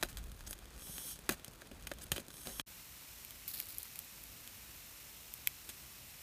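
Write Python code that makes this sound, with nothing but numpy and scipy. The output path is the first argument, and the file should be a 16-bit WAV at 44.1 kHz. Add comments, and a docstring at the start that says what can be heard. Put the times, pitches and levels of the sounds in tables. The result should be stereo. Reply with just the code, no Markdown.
"""Loud cracks of burning wood over the deep flutter of flames: a duck roasts outdoors, in mono, in two parts.
First a stick fire: rung fractures crack, showers and fine crackle patter, and shaped noise makes flames and steam.
After a short silence, a bed of coals: a steady frying hiss over a low breeze, made of coloured noise.
Drops of fat spatter in tiny ringing bursts and die away; sharp pops are short fractures rung by the coal bed."""
import sys
import numpy as np
from scipy import signal
from scipy.fft import rfft
from scipy.io import wavfile
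from scipy.ndimage import uniform_filter1d, map_coordinates

SR = 44100
rng = np.random.default_rng(int(sys.argv[2]) if len(sys.argv) > 2 else 0)


def unload_audio(sound):
    """Save the sound as a 16-bit wav file, at the path given as the first command line argument."""
    columns = np.transpose(np.atleast_2d(sound))
    # keep every value between -1 and 1, then stretch to whole-number steps
    steps = np.round(np.clip(columns, -1, 1) * 32767)
    wavfile.write(sys.argv[1], SR, steps.astype(np.int16))


N = 274302
TIME, BINS = np.arange(N) / SR, np.fft.rfftfreq(4096, 1 / SR)  # s, Hz
FIRE_END_S, COALS_START_S = 2.614, 2.662
EDGE_HZ, HISS_EDGE_HZ = 15500, 15050  # top of the whole sound, top of the hisses


# Loud cracks of burning wood and charcoal: (time [s], snap level [dB], length [s], brightness [dB],
# leading ring [Hz], thump level [dB], thump pitch before a random rise of up to 5 % [Hz])
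CRACKS = [(.0275, -33.5, 0.0021, -8, 1580, -38, 605), (0.0329, -34, 0.0018, -2, 1550, -40, 348),
          (.1714, -45.5, .0012, 2, 3770, -69, 180), (0.4076, -54, 0.00067, -2, 1450, -74, 231),
          (0.5095, -44.5, 0.00077, 14, 1530, -51.5, 555), (0.5293, -45.5, 0.0034, 1, 3520, -73, 300),
          (0.894, -66, 0.0055, 10, 4600, -50.5, 132), (0.9814, -46.5, 0.0011, -1, 3280, -58, 686),
          (1.292, -31, 0.0019, -1, 1620, -35, 516), (1.2963, -35, .0018, -7, 1650, -37, 240),
          (1.446, -47, 0.0011, 7, 3070, -74, 141), (1.4803, -52.5, 0.0017, 5, 4840, -53, 129),
          (1.619, -52, 0.00072, -6.5, 1630, -54, 630), (1.7142, -54.5, .007, -5, 2800, -48, 253),
          (1.87, -42, 0.0066, -1.5, 2680, -55, 200), (1.9152, -42, 0.0054, -9, 1660, -38.5, 547),
          (1.937, -54.5, .0009, 9, 3370, -64, 410), (2.118, -30.5, 0.0045, 1.5, 3070, -39, 141),
          (2.1622, -40.5, 0.011, -3, 2870, -45.5, 550), (2.1804, -43.5, .0013, -4, 3030, -41, 292),
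          (2.2834, -52.5, 0.00066, 7, 3900, -55.5, 215), (2.304, -53.5, 0.0038, 0, 3750, -64, 200),
          (2.4712, -44.5, 0.0023, -2.5, 3470, -47.5, 317), (2.5974, -37.5, .0014, -5, 3350, -46, 256),
          (5.691, -43, 0.014, 5, 3300, -57.5, 215)]
# Faint cracks, one at a random moment in each slot
TICKS_PER_S, TICK_DB, TICK_SPREAD_DB = 9, -58, 3
TICK_S, TICK_BRIGHT_DB, TICK_RING_HZ = 0.0017, 3.5, 3300  # middle length and brightness; leading ring
TICK_THUMP_DB, TICK_THUMP_HZ = -61, 169  # middle level and pitch


def cracks():
    """Sudden fractures: loud ones throughout, and faint random ones while the sticks burn."""
    out = np.zeros(N)
    for s, *row in CRACKS:
        add(out, s, crack(*row))
    slots = np.arange(0, FIRE_END_S, 1 / TICKS_PER_S)
    variations = rng.uniform(-1, 1, (len(slots), 5))
    for slot, (late, size, slow, bright, pitch) in zip(slots, variations):
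        length = TICK_S * 2 ** slow
        bright_db = TICK_BRIGHT_DB + 6 * bright
        thump_hz = TICK_THUMP_HZ * 2 ** (pitch / 2)
        tick = crack(TICK_DB, length, bright_db, TICK_RING_HZ, TICK_THUMP_DB, thump_hz)
        add(out, slot + late / TICKS_PER_S / 2, amp(TICK_SPREAD_DB * size) * tick)
    return out


# Resonances of the sticks: crackle and splinters vary them in pitch and level, loud and faint cracks
# in level only: (nominal pitch [Hz], width [Hz], nominal relative level [dB])
WOOD_MODES = [(1100, 420, -0.5), (1870, 630, -4), (2555, 220, 2.5), (3850, 450, -2.5), (4070, 430, -6),
              (6760, 3400, -6), (8970, 790, -4), (12530, 4100, -6)]


def crack(db, length, bright_db, ring_hz, thump_db, thump_hz):
    """The break rings the stick, with one leading resonance, and its push adds a hollow thump."""
    modes = WOOD_MODES + [(ring_hz, 0.24 * ring_hz, 1.5)]
    sharp = snap(modes, length, bright_db, tail_db=-10.0, tail_t60=0.066, uneven_db=0.5)
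    return amp(db) * sharp + amp(thump_db) * thump(length, thump_hz)


def snap(modes, length, bright_db, tail_db, tail_t60, uneven_db):
    """A fracture: a quick run of uneven slips rings the modes, and things nearby scatter it back."""
    t = np.arange(4096) / SR
    slips = rng.standard_normal(len(t)) * amp(4 * rng.standard_normal(len(t)))
    run = burst(slips * np.exp(-(t / max(length, 1e-4)) ** 2))
    run[0] += 0.39 * np.linalg.norm(run)  # extra push on the first break
    # flatten the run's spectrum, so the colour is that of the modes
    power = uniform_filter1d(abs(rfft(run)) ** 2, size=70)
    run = burst(colour(run, 1 / np.sqrt(power + 1e-3)))
    echo = burst(rng.standard_normal(len(t)) * amp(-60 * t / tail_t60))
    gain = peaks(modes, uneven_db=uneven_db)
    # brightness is the energy of the treble over that of the rest
    treble = 1 / (1 + (5200 / (BINS + 1)) ** 6)
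    treble_power = np.sum(gain ** 2 * treble)
    rest_power = np.sum(gain ** 2 * (1 - treble))
    natural_db = 10 * np.log10(treble_power / rest_power)
    gain = gain * amp((bright_db - natural_db) * treble)
    gain = gain / np.sqrt(1 + (BINS / EDGE_HZ) ** 20)
    return burst(colour(run + amp(tail_db) * echo, gain))


# Hollow ring of the woodpile: (pitch before a random rise of up to 5 % [Hz],
# relative level [dB], time to fall 60 dB [s])
PILE_MODES = [(161, -12.5, 0.047), (282, -5.5, 0.027), (366, -5, 0.029), (553, 3.5, 0.019),
              (725, -23, 0.016)]


def thump(length, main_hz):
    """A push sets the stick and the woodpile ringing briefly, as decaying sines."""
    t = np.arange(4096) / SR
    ring = np.zeros(len(t))
    for hz, db, t60 in PILE_MODES + [(main_hz, 3, .028)]:
        cycles = hz * rng.uniform(1.0, 1.05) * t + rng.random()
        ring += amp(db - 60 * t / t60) * np.sin(2 * np.pi * cycles)
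    return burst(ring * (1 - np.exp(-2 * t / max(length, 1e-3))))


# Fine crackle of the fire, before its clumping: (time [s], level [dB])
CRACKLE_CURVE = [(0, -66), (.6, -65.5), (1.5, -69), (2.1, -64), (2.6, -63.5)]
CRACKLE_SWELL_DB, CRACKLE_SWELLS_PER_S = 3, 13.97  # it comes in clumps
BOIL_DB = -14  # crackle of the sap that feeds a jet, against the jet


def crackle(steam):
    """Tiny fractures ring the sticks in clumps, and louder as boiling sap feeds the steam."""
    clumps = amp(CRACKLE_SWELL_DB * wander(CRACKLE_SWELLS_PER_S))
    strength = level(CRACKLE_CURVE) * clumps + amp(BOIL_DB) * steam
    return strength * grains(WOOD_MODES, per_s=700, spread_db=5.0)


# Showers of splinters on the woodpile: (time [s], length [s], rattle level [dB], knocking level [dB])
SHOWERS = [(0.043, 0.021, -52, -53), (0.086, 0.035, -52, -68), (0.175, .018, -51.5, -68),
           (1.306, .038, -43, -46.5), (2.126, 0.034, -49, -47.5), (2.195, 0.017, -49.5, -52),
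           (2.455, 0.07, -52.5, -53.5)]
KNOCKS_PER_S, KNOCK_HZ = 400, 250  # average rate; pitch before a random rise of up to 5 %


def showers():
    """Around the cracks, splinters rattle among the sticks and knock on the hollow pile."""
    rattle, knocking = np.zeros(N), np.zeros(N)
    for s, length, db, knock_db in SHOWERS:
        falling = (TIME > s) * np.exp(-(since(s) / length) ** 4)
        rattle += amp(db) * falling
        knocking += amp(knock_db) * falling
    knocks = rng.standard_normal(N) * (rng.random(N) < KNOCKS_PER_S / SR)
    ring = thump(0.0008, main_hz=KNOCK_HZ)
    pile = signal.oaconvolve(knocking * unit(knocks), ring / np.linalg.norm(ring))[:N]
    return rattle * grains(WOOD_MODES, per_s=3300, spread_db=3.0) + pile


# Short spits of sap, each a rising fizz:
# (time [s], length [s], level before the fades [dB], first pitch [Hz], last pitch [Hz])
SPITS = [(0.463, 0.021, -49, 5560, 7500), (0.478, 0.068, -52.5, 9500, 11000),
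         (2.008, 0.04, -49, 5840, 11800)]


def spits():
    """Sputtering sap: ragged noise in a broad resonance that rises as the pocket empties."""
    out = np.zeros(N)
    for s, length, db, first_hz, last_hz in SPITS:
        hz = np.linspace(first_hz, last_hz, round(length * SR))
        ragged = unit(uniform_filter1d(rng.standard_normal(len(hz)), size=60))
        sputter = rng.standard_normal(len(hz)) * amp(3.5 * ragged)
        # shift the moving pitch down to zero, smooth there (2500 Hz wide), and shift back
        turn = np.exp(2j * np.pi * np.cumsum(hz) / SR)
        r = np.exp(-np.pi * 2500 / SR)
        fizz = (turn * signal.lfilter([1 - r], [1, -r], sputter / turn)).real
        fade = signal.windows.tukey(len(hz), .4)
        add(out, s, amp(db) * unit(fizz + 0.097 * sputter) * fade)
    return out


# Jets of steam from the sticks: (start [s], release [s], level at the release [dB])
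VENTS = [(0.741, 1.122, -46), (2.262, 2.622, -50)]
VENT_ATTACK_S, VENT_SWELL_DB_PER_S, VENT_RELEASE_S = .12, 20, 0.0348


def steam_pressure():
    """Each vent opens, swells slowly and closes: (gain, openness 0-1) over time."""
    gain, openness = np.zeros(N), np.zeros(N)
    for start, release, db in VENTS:
        opening = np.sin(np.pi / 2 * np.minimum(since(start) / VENT_ATTACK_S, 1)) ** 2
        closing = np.exp(-since(release) / VENT_RELEASE_S)
        swell_db = db + VENT_SWELL_DB_PER_S * np.minimum(TIME - release, 0)
        gain += amp(swell_db) * opening * closing
        openness = np.maximum(openness, (TIME > start) * closing)
    return gain, openness


# Resonances of the split that the steam leaves by:
# (pitch before it slides [Hz], width [Hz], relative level [dB])
JET_MODES = [(3350, 640, -3.5), (4000, 540, -4), (5470, 210, 2.5), (6170, 830, -2), (7500, 290, -14),
             (8650, 1400, 0.5), (9560, 320, 1), (11600, 2800, 1), (13900, 880, -1)]
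VENT_PITCH_RISE, VENT_DULL_HZ = .02, 8000  # share of pitch from no to full pressure; treble cut on closing
VENT_WAVER, VENT_WAVERS_PER_S = .008, 12  # random waver, as a share of the pitch


def jets(gain, openness):
    """Steam hisses through a split; resonances slide with pressure, and closing dulls the treble."""
    pressure = gain / gain.max()
    pitch = 1 + VENT_PITCH_RISE * (pressure - .5) + VENT_WAVER * wander(VENT_WAVERS_PER_S)
    noise = hiss(peaks(JET_MODES), flicker_db=0.2, per_s=210)
    # read the noise at a changing speed to slide its resonances
    sliding = map_coordinates(noise, [np.cumsum(pitch) % (N - 1)], order=5, mode="mirror")
    dull = signal.sosfiltfilt(signal.butter(2, VENT_DULL_HZ, fs=SR, output="sos"), sliding)
    return gain * (openness * lowpass(sliding, HISS_EDGE_HZ) + (1 - openness) * dull)


# Deep flutter of the flames, with low thuds at the loud cracks, before a lift of 2.5 dB:
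# (time [s], level [dB])
FLAME_CURVE = [(0.0, -48), (0.51, -54), (0.53, -59.5), (0.82, -57.5), (0.89, -61.5), (1.29, -65.5),
               (1.32, -58), (1.7, -68), (1.73, -54), (2.1, -58), (2.13, -48), (2.23, -66), (2.6, -59.5)]
# Colour of the flutter and thuds: (frequency [Hz], relative level [dB per Hz])
FLUTTER_COLOUR = [(20, -14.5), (35, -5.5), (50, -1.5), (68, -10), (100, -19), (180, -25.5), (400, -55)]
# Colour of the roar: (frequency [Hz], relative level [dB per Hz])
ROAR_COLOUR = [(50, -30), (110, 3.5), (170, 3.5), (300, 0.5), (430, -3.5), (560, -9.5), (800, -25),
               (2000, -56)]
ROAR_DB = -63


def flames():
    """Deep noise makes the flutter, with low thuds at the loud cracks, over a roar at a steady level."""
    flutter_and_thuds = amp(2.5) * level(FLAME_CURVE) * hiss(shape(FLUTTER_COLOUR), flicker_db=1, per_s=13)
    roar = amp(ROAR_DB) * hiss(shape(ROAR_COLOUR), flicker_db=1.5, per_s=48)
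    return flutter_and_thuds + roar


# Colour of the air round the fire: (frequency [Hz], relative level [dB per Hz])
AIR_COLOUR = [(290, -33), (500, -7), (2200, -12.5), (2390, -11), (3000, -15), (3320, -13), (4940, -16.5),
              (6760, -19), (15000, -21.5)]
AIR_DB = -62


def fire_air():
    """The air round the fire is a broad flickering hiss."""
    return amp(AIR_DB) * hiss(shape(AIR_COLOUR), flicker_db=1.9, per_s=53)


def fire():
    """Crackling sticks and steam, returned by close surfaces, over the flames and the air."""
    steam, openness = steam_pressure()
    wood = crackle(steam) + showers() + spits() + jets(steam, openness)
    return nearby(wood) + flames() + fire_air()


# Ring of tiny bursting fat bubbles, its pitch and level varying from spot to spot:
# (nominal pitch [Hz], width [Hz], nominal relative level [dB])
FAT_MODES = [(1990, 1200, -16.5), (4130, 990, -7), (6950, 1800, -13.5), (9570, 1000, -5.5),
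             (11750, 1300, -3.5), (13400, 1200, -5)]
# Drops of fat landing on the coals: (time [s], level before attack and decay [dB])
DRIPS = [(3.479, -41), (3.533, -41.5), (3.625, -53), (3.684, -46)]
DRIP_ATTACK_S, DRIP_DECAY_S = 0.0038, 0.035  # each drop boils off at once in a dense fizz
AFTER_DB, AFTER_DECAY_S, AFTER_PER_S = -10.5, .24, 110  # its droplets burst singly; dB against the drop
SIMMER_DB = -63.5


def spatter():
    """Fat simmers all the time; each drop adds a quick dense fizz and a longer spray of separate bursts."""
    def boiling(decay_s):
        """Strength of all the drops together, each dying away in decay_s."""
        each = []
        for s, db in DRIPS:
            attack = np.minimum(since(s) / DRIP_ATTACK_S, 1)
            each.append(amp(db) * attack * np.exp(-since(s) / decay_s))
        return np.linalg.norm(each, axis=0)
    simmer = amp(SIMMER_DB) * grains(FAT_MODES, per_s=1300, spread_db=4.5)
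    fizz = boiling(DRIP_DECAY_S) * grains(FAT_MODES, per_s=3000, spread_db=3.5)
    spray = amp(AFTER_DB) * boiling(AFTER_DECAY_S) * grains(FAT_MODES, per_s=AFTER_PER_S, spread_db=0)
    return simmer + fizz + spray


# Resonances of the coal bed, their levels varying from pop to pop:
# (pitch [Hz], width [Hz], nominal relative level [dB])
COAL_MODES = [(2360, 430, -2), (3210, 570, 0.5), (4550, 390, -5), (5330, 320, -6), (6830, 2600, -4.5),
              (8750, 820, -5.5), (9900, 400, -9), (11450, 1100, 2), (13200, 920, 1.5), (14400, 800, 4)]
# Loud pops of fat and embers on the coals: (time [s], level [dB], length [s], brightness [dB])
POPS = [(3.249, -49, .0009, 11), (3.308, -50, .0004, 9), (3.4793, -42, 0.0012, 18),
        (3.602, -37.5, .0003, 11), (3.7838, -39.5, .0005, 25), (3.8304, -46, .001, 30),
        (3.958, -49, .0004, 10), (3.991, -42, 0.00034, 20), (4.238, -51, .0008, 14),
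        (4.476, -49.5, .0005, 5), (5.339, -43.5, .00045, 18), (5.4732, -28.5, 0.00074, 6)]


def pops():
    """Fat and embers burst sharply and ring the coal bed."""
    out = np.zeros(N)
    for s, db, length, bright_db in POPS:
        pop = snap(COAL_MODES, length, bright_db, tail_db=-11.5, tail_t60=0.039, uneven_db=4.0)
        add(out, s, amp(db) * pop)
    return out


# Colour of the frying hiss: (frequency [Hz], relative level [dB per Hz])
FRY_COLOUR = [(530, -26), (900, -4.5), (1680, -4.5), (2660, -0.5), (3290, -4), (4160, -3), (4790, -6),
              (5260, -2), (6130, -3.5), (7150, -4), (9700, -4), (10300, -9.5), (11300, -3), (12900, -2.5),
              (15000, -2.5)]
FRY_DB = -55


def frying():
    """The coals fry with a steady bright hiss that flickers very fast."""
    return amp(FRY_DB) * hiss(shape(FRY_COLOUR), flicker_db=0.73, per_s=200)


# Colour of the low outdoor wash: (frequency [Hz], relative level [dB per Hz])
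BREEZE_COLOUR = [(15, -40), (25, -24), (38, -2.5), (59, -1.5), (134, -9), (165, -10.5), (248, -12.5),
                 (432, -18), (525, -17), (708, -18.5), (900, -24.5), (1170, -58), (1980, -120)]
BREEZE_DB = -62.5


def breeze():
    """The breeze is a low wash of noise at a steady level."""
    return amp(BREEZE_DB) * hiss(shape(BREEZE_COLOUR), flicker_db=1, per_s=26)


def coals():
    """Fat spatters and pops on the frying coals, over a low breeze."""
    return spatter() + pops() + frying() + breeze()


# Early reflections off sticks, stones and ground: (delay [s], gain against the direct sound [ratio])
REFLECTIONS = [(.00061, 0.31), (.00091, 0.048), (.00125, 0.25), (.00249, 0.12), (.0055, 0.098)]


def nearby(x):
    """Close surfaces return each sound at once and comb its spectrum."""
    comb = 1 + sum(gain * np.exp(-2j * np.pi * BINS * delay) for delay, gain in REFLECTIONS)
    return colour(x, unit(abs(comb)))


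def hiss(gain, flicker_db, per_s):
    """Coloured noise of rms 1 whose strength drifts to a new random value per_s times a second."""
    knots = rng.standard_normal(4000)
    flicker = np.interp(TIME * per_s, np.arange(len(knots)), knots)
    noise = lowpass(colour(rng.standard_normal(N), gain), HISS_EDGE_HZ)
    return unit(noise * amp(flicker_db * flicker))


def grains(modes, per_s, spread_db, count=8):
    """Random tiny bursts of rms 1 from several spots, each with its own ring; spread makes a few large."""
    out = np.zeros(N)
    for _ in range(count):
        size = amp(spread_db * np.minimum(rng.exponential(1, N), 3.5)) * rng.choice([-1, 1], N)
        strikes = size * (rng.random(N) < per_s / count / SR)
        out += colour(strikes, peaks(modes, rng.uniform(1.0, 1.13), uneven_db=3.0))
    return unit(out)


def peaks(modes, shift=1, uneven_db=0):
    """Gain per bin of steep-sided resonances on a weak broad base; small sources radiate little bass."""
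    power = np.zeros(len(BINS))
    for hz, width, db in modes:
        height = amp(db + uneven_db * rng.standard_normal()) ** 2
        power += height / (1 + (1.27 * (BINS - hz * shift) / width) ** 2) ** 2
    return np.sqrt(power + amp(-24.0) ** 2 * power.max()) * BINS / np.hypot(BINS, 700)


def shape(points):
    """Gain per bin from a short spectrum of (frequency [Hz], level [dB])."""
    hz, db = np.transpose(points)
    return amp(np.interp(np.log(BINS + 1), np.log(hz + 1), db))


def colour(x, gain):
    """Causal (minimum-phase) filter with the given gain per bin."""
    log_gain = np.log(np.maximum(gain, 1e-5))
    circle = np.concatenate([log_gain, log_gain[-2:0:-1]])
    taps = np.fft.ifft(np.exp(np.conj(signal.hilbert(circle)))).real
    return signal.oaconvolve(x, taps)[:len(x)]


def lowpass(x, hz):
    """Steep treble cut without delay."""
    return signal.oaconvolve(x, signal.firwin(601, hz, window=("kaiser", 8), fs=SR), "same")


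def wander(per_s):
    """A random curve of about unit size that heads for a new value per_s times a second."""
    knots = rng.standard_normal(400)
    return np.interp(TIME * per_s, np.arange(len(knots)), knots)


def level(rows):
    """Gain over time from a curve of (time [s], level [dB])."""
    return amp(np.interp(TIME, *np.transpose(rows)))


def since(s):
    """Time gone by since s; zero before."""
    return np.maximum(TIME - s, 0)


def add(mix, s, sound):
    """Lays a sound into the mix from s seconds on."""
    part = mix[max(round(s * SR), 0):][:len(sound)]
    part += sound[:len(part)]


def amp(db):
    """Gain from decibels."""
    return 10 ** (np.asarray(db) / 20)


def unit(x):
    """Scales to rms 1."""
    return x / np.sqrt(np.mean(x ** 2) + 1e-20)


def burst(x):
    """Scales a short sound to the energy of rms 1 over a hundredth of a second."""
    return x / np.sqrt(np.sum(x ** 2) * 100 / SR + 1e-20)


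def scene():
    """The fire stops dead; after a short silence the coals come in. Both channels are the same."""
    fire_on = np.clip((FIRE_END_S - TIME) / 0.00049, 0, 1)
    coals_on = np.clip((TIME - COALS_START_S) / 0.016, 0, 1)
    mono = nearby(cracks()) * (fire_on + coals_on) + fire() * fire_on + coals() * coals_on
    return np.array([mono, mono])


def record(dry):
    """The microphone sheds the deepest bass; then the top is band-limited."""
    dry = signal.sosfilt(signal.butter(2, 33, "high", fs=SR, output="sos"), dry)
    return np.array([lowpass(channel, EDGE_HZ) for channel in dry])


dry = scene()
out = record(dry)
unload_audio(out)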